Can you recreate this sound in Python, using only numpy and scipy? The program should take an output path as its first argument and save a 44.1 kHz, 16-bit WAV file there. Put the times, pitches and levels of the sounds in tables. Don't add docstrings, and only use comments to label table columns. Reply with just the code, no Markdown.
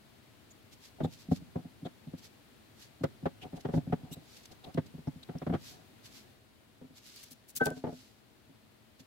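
import sys
import numpy as np
from scipy import signal
from scipy.fft import rfft, irfft, next_fast_len
from scipy.io import wavfile
from scipy.ndimage import uniform_filter1d

SR = 44100
rng = np.random.default_rng(int(sys.argv[2]) if len(sys.argv) > 2 else 0)


def store_pcm(level_fs):
    pcm = np.round(np.clip(level_fs, -1, 1) * 32767).astype(np.int16)
    wavfile.write(sys.argv[1], SR, np.atleast_2d(pcm).T)


N = 399546
EDGE_HZ = 15900

# frequency_hz, level_db
RUSTLE = [(710, -23), (1200, -15.5), (1610, -11), (4500, -2.5), (7820, -9.5), (8630, -15), (11900, -12),
          (15200, -20), (16000, -32)]
# pitch_hz, level_db, peak_s
JAR_MODES = [(342.5, 0, 0.0063), (399.6, 0, 0.0065), (473, -2.5, 0.006), (539, -1.5, 0.008),
             (625, -5, 0.0064), (719.5, -1, 0.0064), (833.6, -11, 0.0084), (942, -20, 0.0067)]
# pitch_hz, level_db, peak_s
TABLE_MODES = [(88, -13.5, 0.015), (113.3, -7.5, 0.01), (162.2, 1.5, 0.012), (252.8, -1.5, 0.012),
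               (292, -9.5, 0.011)]


def gain_of(db):
    return 10 ** (np.asarray(db) / 20)


def unit_rms(x):
    return x / np.sqrt(np.mean(x ** 2) + 1e-20)


def unit_blow(x):
    return x / np.sqrt(uniform_filter1d((x ** 2).mean(0), 440).max() + 1e-20)


def curve_at(points, hz):
    point_hz, value = np.transpose(points)
    return np.interp(np.log(hz + 1), np.log(point_hz + 1), value)


def add(mix, start_s, sound):
    part = mix[:, max(round(start_s * SR), 0):][:, :sound.shape[1]]
    part += sound[:, :part.shape[1]]


def panned(x, balance_db):
    return x * gain_of(np.array([[.5], [-.5]]) * balance_db)


def flutter(shape, samples):
    return unit_rms(uniform_filter1d(rng.standard_normal(shape), samples))


def noise(count, colour_db):
    # frequency_hz, correlation
    likeness = [(60, 0.42), (250, 0.32), (700, 0.068), (1500, 0.076), (4000, 0.028), (16000, 0.016)]
    size = next_fast_len(count)
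    hz = np.fft.rfftfreq(size, 1 / SR)
    left, other = rfft(rng.standard_normal((2, size)))
    same = curve_at(likeness, hz)
    right = same * left + np.sqrt(1 - same ** 2) * other
    return unit_rms(irfft(np.array([left, right]) * gain_of(colour_db(hz)), size)[:, :count])


def dying(t, rise_s, t60_s):
    return (1 - np.exp(-t / rise_s)) ** 2 * gain_of(-60 * t / t60_s)


def swell(t, peak_s, sharpness):
    return (t / peak_s * np.exp(1 - t / peak_s)) ** sharpness


def room_tone(drift_cycles=0.305):
    # frequency_hz, level_db
    air_spectrum = [(15, -43), (25, -23), (49, -7), (80, -2), (108, 2.5), (185, -5.5), (223, 0.5),
                    (575, -11), (641, -9.5), (911, -12.5), (1070, -14.5), (1610, -15), (4250, -17.5),
                    (5730, -24.5), (16000, -27)]
    # time_s, level_db
    air_levels = [(0, -60), (6.3, -59), (6.4, -62.5), (9.06, -62.5)]
    # pitch_hz, level_db
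    hum_tones = [(107.7, -79.5), (215.3, -77), (393.0, -90.5), (635.2, -83)]
    t, knots = np.arange(N) / SR, np.linspace(0, N / SR, 80)
    level = gain_of(np.interp(t, *np.transpose(air_levels)))
    out = level * noise(N, lambda hz: curve_at(air_spectrum, hz))
    for hz, db in hum_tones:
        drift = np.interp(t, knots, np.cumsum(rng.standard_normal(len(knots))))
        out += gain_of(db) * np.sqrt(2) * np.sin(2 * np.pi * (hz * t + drift_cycles * drift))
    return out


def squeaks(loose_jitter=0.161, firm_jitter=0.047):
    # start_s, length_s, level_db, pitch_hz, grip (0 loose, 1 firm)
    slides = [(0.503, 0.023, -57.5, 6880, .6), (1.031, .034, -50.5, 3630, .6),
              (1.846, 0.031, -53.5, 3490, 0.4), (3.411, 0.037, -50, 2800, 0), (4.108, 0.038, -53, 2900, .9),
              (4.118, 0.034, -47.5, 3870, 0.89), (4.638, .018, -51, 3820, 0.14),
              (5.067, 0.024, -63.5, 5470, .6), (5.228, .013, -50, 3780, .45),
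              (5.382, 0.0077, -55.5, 5750, .6), (7.16, .026, -55, 4600, 0.57)]
    out = np.zeros((2, N))
    for start_s, length_s, db, hz, grip in slides:
        progress = np.linspace(-.5, .5, round(length_s * SR))
        glide = 0.145 * grip ** 2 * progress
        jitter = loose_jitter * (firm_jitter / loose_jitter) ** grip * flutter((2, len(progress)), 24)
        phase = 2 * np.pi * np.cumsum(hz * (1 + glide + jitter), 1) / SR
        db_per_octave = -31 + 33 * grip
        slips = sum(gain_of(db_per_octave * np.log2(k)) * np.sin(k * phase)
                    for k in range(1, 5) if k * hz < EDGE_HZ)
        scuff = 0.33 * noise(len(progress), lambda f: curve_at(RUSTLE, f))
        add(out, start_s, gain_of(db) * (unit_rms(slips) + scuff) * np.cos(np.pi * progress))
    return out


def gloves(grain_db=1.6, roundness=1.56):
    # peak_s, width_s, level_db
    rubs = [(.732, 0.028, -56), (.853, 0.071, -55.5), (1.136, 0.048, -55.5), (1.212, 0.064, -57),
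            (1.325, 0.028, -53), (1.364, .035, -53.5), (2.19, 0.025, -57), (2.25, 0.045, -53),
            (2.826, 0.075, -55), (3.041, 0.0087, -45), (3.568, 0.022, -57.5), (3.61, 0.015, -55),
            (3.76, 0.058, -56.5), (4.35, 0.18, -58.5), (4.372, 0.012, -54.5), (4.44, 0.0092, -61),
            (4.458, .008, -51), (4.522, 0.015, -56), (4.746, 0.0067, -51), (4.868, 0.015, -58),
            (5.68, 0.12, -50.5), (6.061, 0.038, -52.5), (6.165, 0.1, -54.5), (6.976, 0.039, -56),
            (7.07, 0.073, -57), (7.19, 0.2, -54.5), (7.778, 0.037, -57), (7.99, .24, -60.5),
            (9.004, 0.02, -56)]
    t = np.arange(N) / SR
    level = sum(gain_of(db) * np.exp(-np.minimum(2 * abs(t - peak_s) / width_s, 10) ** roundness)
                for peak_s, width_s, db in rubs)
    grains = unit_rms(gain_of(grain_db * flutter(N, 90)))
    return panned(level * grains * noise(N, lambda hz: curve_at(RUSTLE, hz)), balance_db=-1.0)


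def rolling(half_width_hz=34, wall_hz=735, wall_db=7, table_db=5, grip_db=2.2):
    # start_s, length_s, level_db
    rolls = [(0.979, .063, -51), (1.563, 0.054, -51), (3.414, 0.076, -47), (3.517, 0.097, -49),
             (3.625, 0.21, -50), (3.862, 0.42, -59), (4.505, 0.034, -51.5), (4.627, .093, -47.5),
             (4.982, 0.053, -63), (5.276, 0.13, -56.5), (5.64, 0.22, -61)]
    modes = [(hz, db) for hz, db, _ in JAR_MODES] + [(wall_hz, wall_db)]
    modes += [(hz, db + table_db) for hz, db, _ in TABLE_MODES]

    def body_db(hz):
        power = sum(gain_of(db) ** 2 / (1 + ((hz - f) / half_width_hz) ** 2) for f, db in modes)
        return 10 * np.log10(power)
    out = np.zeros((2, N))
    for start_s, length_s, db in rolls:
        count = round(length_s * SR)
        grip = gain_of(grip_db * flutter(count, 200))
        murmur = unit_rms(noise(count, body_db) * grip)
        add(out, start_s, gain_of(db) * murmur * np.sqrt(np.hanning(count)))
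    return out


def clack(t, peak_s, sharpness):
    # frequency_hz, level_db
    spectrum = [(550, -8), (800, 7.5), (1000, 10), (1350, 9), (2000, 1.5), (2600, -5.5), (3300, -4.5),
                (5000, -17), (9000, -30), (16000, -30)]
    return unit_blow(noise(len(t), lambda hz: curve_at(spectrum, hz)) * swell(t, peak_s, sharpness))


def ring(modes, t, sharpness, detune, scatter_db, spread_rad):
    out = np.zeros((2, len(t)))
    for hz, db, peak_s in modes:
        shift, strength, side = rng.standard_normal(3)
        phase = 2 * np.pi * (hz * (1 + detune * shift) * t + rng.random())
        sides = spread_rad * side * np.array([[1], [-1]])
        out += gain_of(db + scatter_db * strength) * swell(t, peak_s, sharpness) * np.sin(phase + sides)
    return unit_blow(out)


def knock(db, softness, fill_db):
    t = np.arange(SR // 12) / SR
    skin_db, thump_db = -16.5 - 12.5 * softness + fill_db, -5 + 25 * softness
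    skin = clack(t, peak_s=0.0062, sharpness=1.0)
    jar = ring(JAR_MODES, t, sharpness=1.58, detune=0.032, scatter_db=3.0, spread_rad=0.74)
    thump = ring(TABLE_MODES, t, sharpness=2.86, detune=0.033, scatter_db=0.0, spread_rad=0.19)
    return gain_of(db) * (gain_of(skin_db) * skin + gain_of(-1.0) * jar + gain_of(thump_db) * thump)


def fruits(slip_db=-31, nudge_lead_s=0.029):
    # start_s, level_db, softness (0 hard, 1 soft)
    knocks = [(1.002, -32, 0.16), (1.028, -49, .98), (1.042, -31.5, 0.29), (1.07, -52, 0.48),
              (1.312, -30, .56), (1.412, -61.5, .8), (1.555, -35, 0.38), (1.584, -58.5, .75),
              (1.645, -54.5, 0.72), (1.82, -59, 1), (1.849, -41.5, 0.33), (1.86, -39.5, 0),
              (2.068, -56.5, 0.83), (2.132, -46, 0.53), (3.035, -25.5, 0.09), (3.255, -27.5, 0.07),
              (3.449, -51.5, .5), (3.529, -45.5, 0.5), (3.648, -32, 0.15), (3.686, -37.5, 0.3),
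              (3.735, -32, 0.34), (3.757, -42, 0.86), (3.772, -35.5, 0.58), (3.866, -48.5, 0.77),
              (3.923, -27.5, 0.28), (4.03, -59, 0.9), (4.11, -56, .76), (4.166, -52, 0.49),
              (4.773, -28, 0.31), (4.938, -55.5, 0.77), (4.979, -54, 0.6), (5.07, -40.5, 0.63),
              (5.154, -64, 0.96), (5.288, -40.5, 0.32), (5.349, -44, 0.55), (5.416, -39, 0.2),
              (5.464, -34, .28), (5.494, -36.5, 0.5), (5.523, -37.5, 0.32), (5.535, -30.5, 0.24),
              (5.545, -37, 0.08)]
    out = np.zeros((2, N))
    for start_s, db, softness in knocks:
        fill_db = 1.5 * start_s
        add(out, start_s, knock(db, softness, fill_db))
        nudge = knock(db=-52.5, softness=0.83, fill_db=fill_db)
        if db > slip_db:
            add(out, start_s - nudge_lead_s, nudge)
    return out


def bumps_and_bounces(drone_hz=260, drone_db=-5.5):
    # start_s, level_db
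    impacts = [(6.813, -53.5), (6.841, -59), (6.9, -66), (7.312, -67), (7.565, -67), (7.609, -26),
               (7.66, -31), (7.67, -33), (7.709, -39), (7.766, -49.5), (7.839, -33.5), (7.868, -38.5),
               (7.885, -42), (7.924, -47.5), (8.493, -66), (8.997, -63.5)]
    # pitch_hz, level_db, peak_s
    bowl_modes = [(351, -6, 0.006), (428.5, 3, 0.0047), (516, 1.5, 0.0035), (626, -2, 0.0046),
                  (722, -11.5, 0.012), (812, -4, 0.0039), (948, -10, 0.0038), (1120, -28, 0.0055)]
    # pitch_hz, level_db, peak_s
    table_modes = [(102, -6.5, 0.0054), (161, -1, 0.0079), (254, 2, 0.0092), (298, -6.5, 0.0028)]
    out, t = np.zeros((2, N)), np.arange(SR // 3) / SR
    table_drone = gain_of(drone_db) * dying(t, rise_s=0.03, t60_s=0.35) * np.sin(2 * np.pi * drone_hz * t)
    for start_s, db in impacts:
        crack = gain_of(-17.5) * clack(t, peak_s=0.003, sharpness=0.16)
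        glass = ring(bowl_modes, t, sharpness=0.64, detune=0.028, scatter_db=2.0, spread_rad=0.83)
        thump = ring(table_modes, t, sharpness=1.1, detune=0.015, scatter_db=0.8, spread_rad=0.34)
        thump_db = -14.5 + 0.62 * db
        add(out, start_s, gain_of(db) * (crack + glass + table_drone) + gain_of(thump_db) * thump)
    return out


def cut_and_clack(lift_db=2.0, skirt_db=2.0, grain_db=3.0):
    # start_s, length_s, level_db, centre_hz
    cracks = [(7.159, 0.0075, -51.5, 6000), (7.225, 0.025, -50, 6800), (7.298, 0.047, -52, 7350),
              (7.473, .051, -54, 9900), (7.548, 0.045, -35, 12000), (7.624, 0.076, -51, 7000),
              (7.653, 0.012, -35.5, 7400), (7.665, .008, -40.5, 2470), (7.7, 0.0083, -51.5, 4000)]
    out = np.zeros((2, N))
    for start_s, length_s, db, centre_hz in cracks:
        count = round(length_s * SR)
        hiss = noise(count, lambda hz: -skirt_db * np.log2((hz + 1) / centre_hz) ** 2)
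        grains = gain_of(grain_db * flutter(count, 30))
        add(out, start_s, gain_of(db + lift_db) * unit_rms(hiss * grains) * np.hanning(count))
    return panned(out, balance_db=3)


def rim(start_s=7.596, pitch_hz=1541.5, beat_hz=18.7, t60_s=0.25, touch_s=7.74, touch_t60_s=0.08):
    # pitch_hz, level_db, t60_s
    side_modes = [(1300, -8.5, 0.11), (2040, -33, .12)]
    out, t = np.zeros((2, N)), np.arange(SR // 3) / SR
    sides = 0.83 * np.array([[1], [-1]])
    lower = np.sin(2 * np.pi * (pitch_hz - beat_hz / 2) * t + sides)
    upper = np.sin(2 * np.pi * (pitch_hz + beat_hz / 2) * t + sides)
    pair = (lower - 0.55 * upper) * gain_of(-60 * t / t60_s)
    others = sum(gain_of(db - 60 * t / t60) * np.sin(2 * np.pi * hz * t + sides)
                 for hz, db, t60 in side_modes)
    onset = 1 - np.exp(-(t / 0.019) ** 2)
    hand = gain_of(-60 * np.maximum(start_s + t - touch_s, 0) / touch_t60_s)
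    add(out, start_s, gain_of(-25.5) * unit_blow((pair + others) * onset) * hand)
    return panned(out, balance_db=1.5)


def room_tail(x):
    # frequency_hz, t60_s
    decay = [(100, 0.95), (300, 0.34), (1000, 0.059), (4000, 1), (16000, 0.24)]
    hz, t, bands = signal.stft(rng.standard_normal((2, SR // 2)), SR, nperseg=256)
    bands *= dying(t, rise_s=0.0023, t60_s=curve_at(decay, hz)[:, None])
    tail = signal.istft(bands, SR, nperseg=256)[1]
    return signal.fftconvolve(x, tail / np.linalg.norm(tail[0]), axes=1)[:, :N]


def scene():
    near = squeaks() + gloves() + rolling() + fruits() + bumps_and_bounces() + cut_and_clack() + rim()
    handling = near + gain_of(-20.5) * room_tail(near)
    return panned(handling, balance_db=0.84) + panned(room_tone(), balance_db=3.0)


def record(dry):
    lowpass = signal.firwin(511, EDGE_HZ, window=("kaiser", 9), fs=SR)
    return signal.oaconvolve(dry, lowpass[None], "same")


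dry = scene()
out = record(dry)
store_pcm(out)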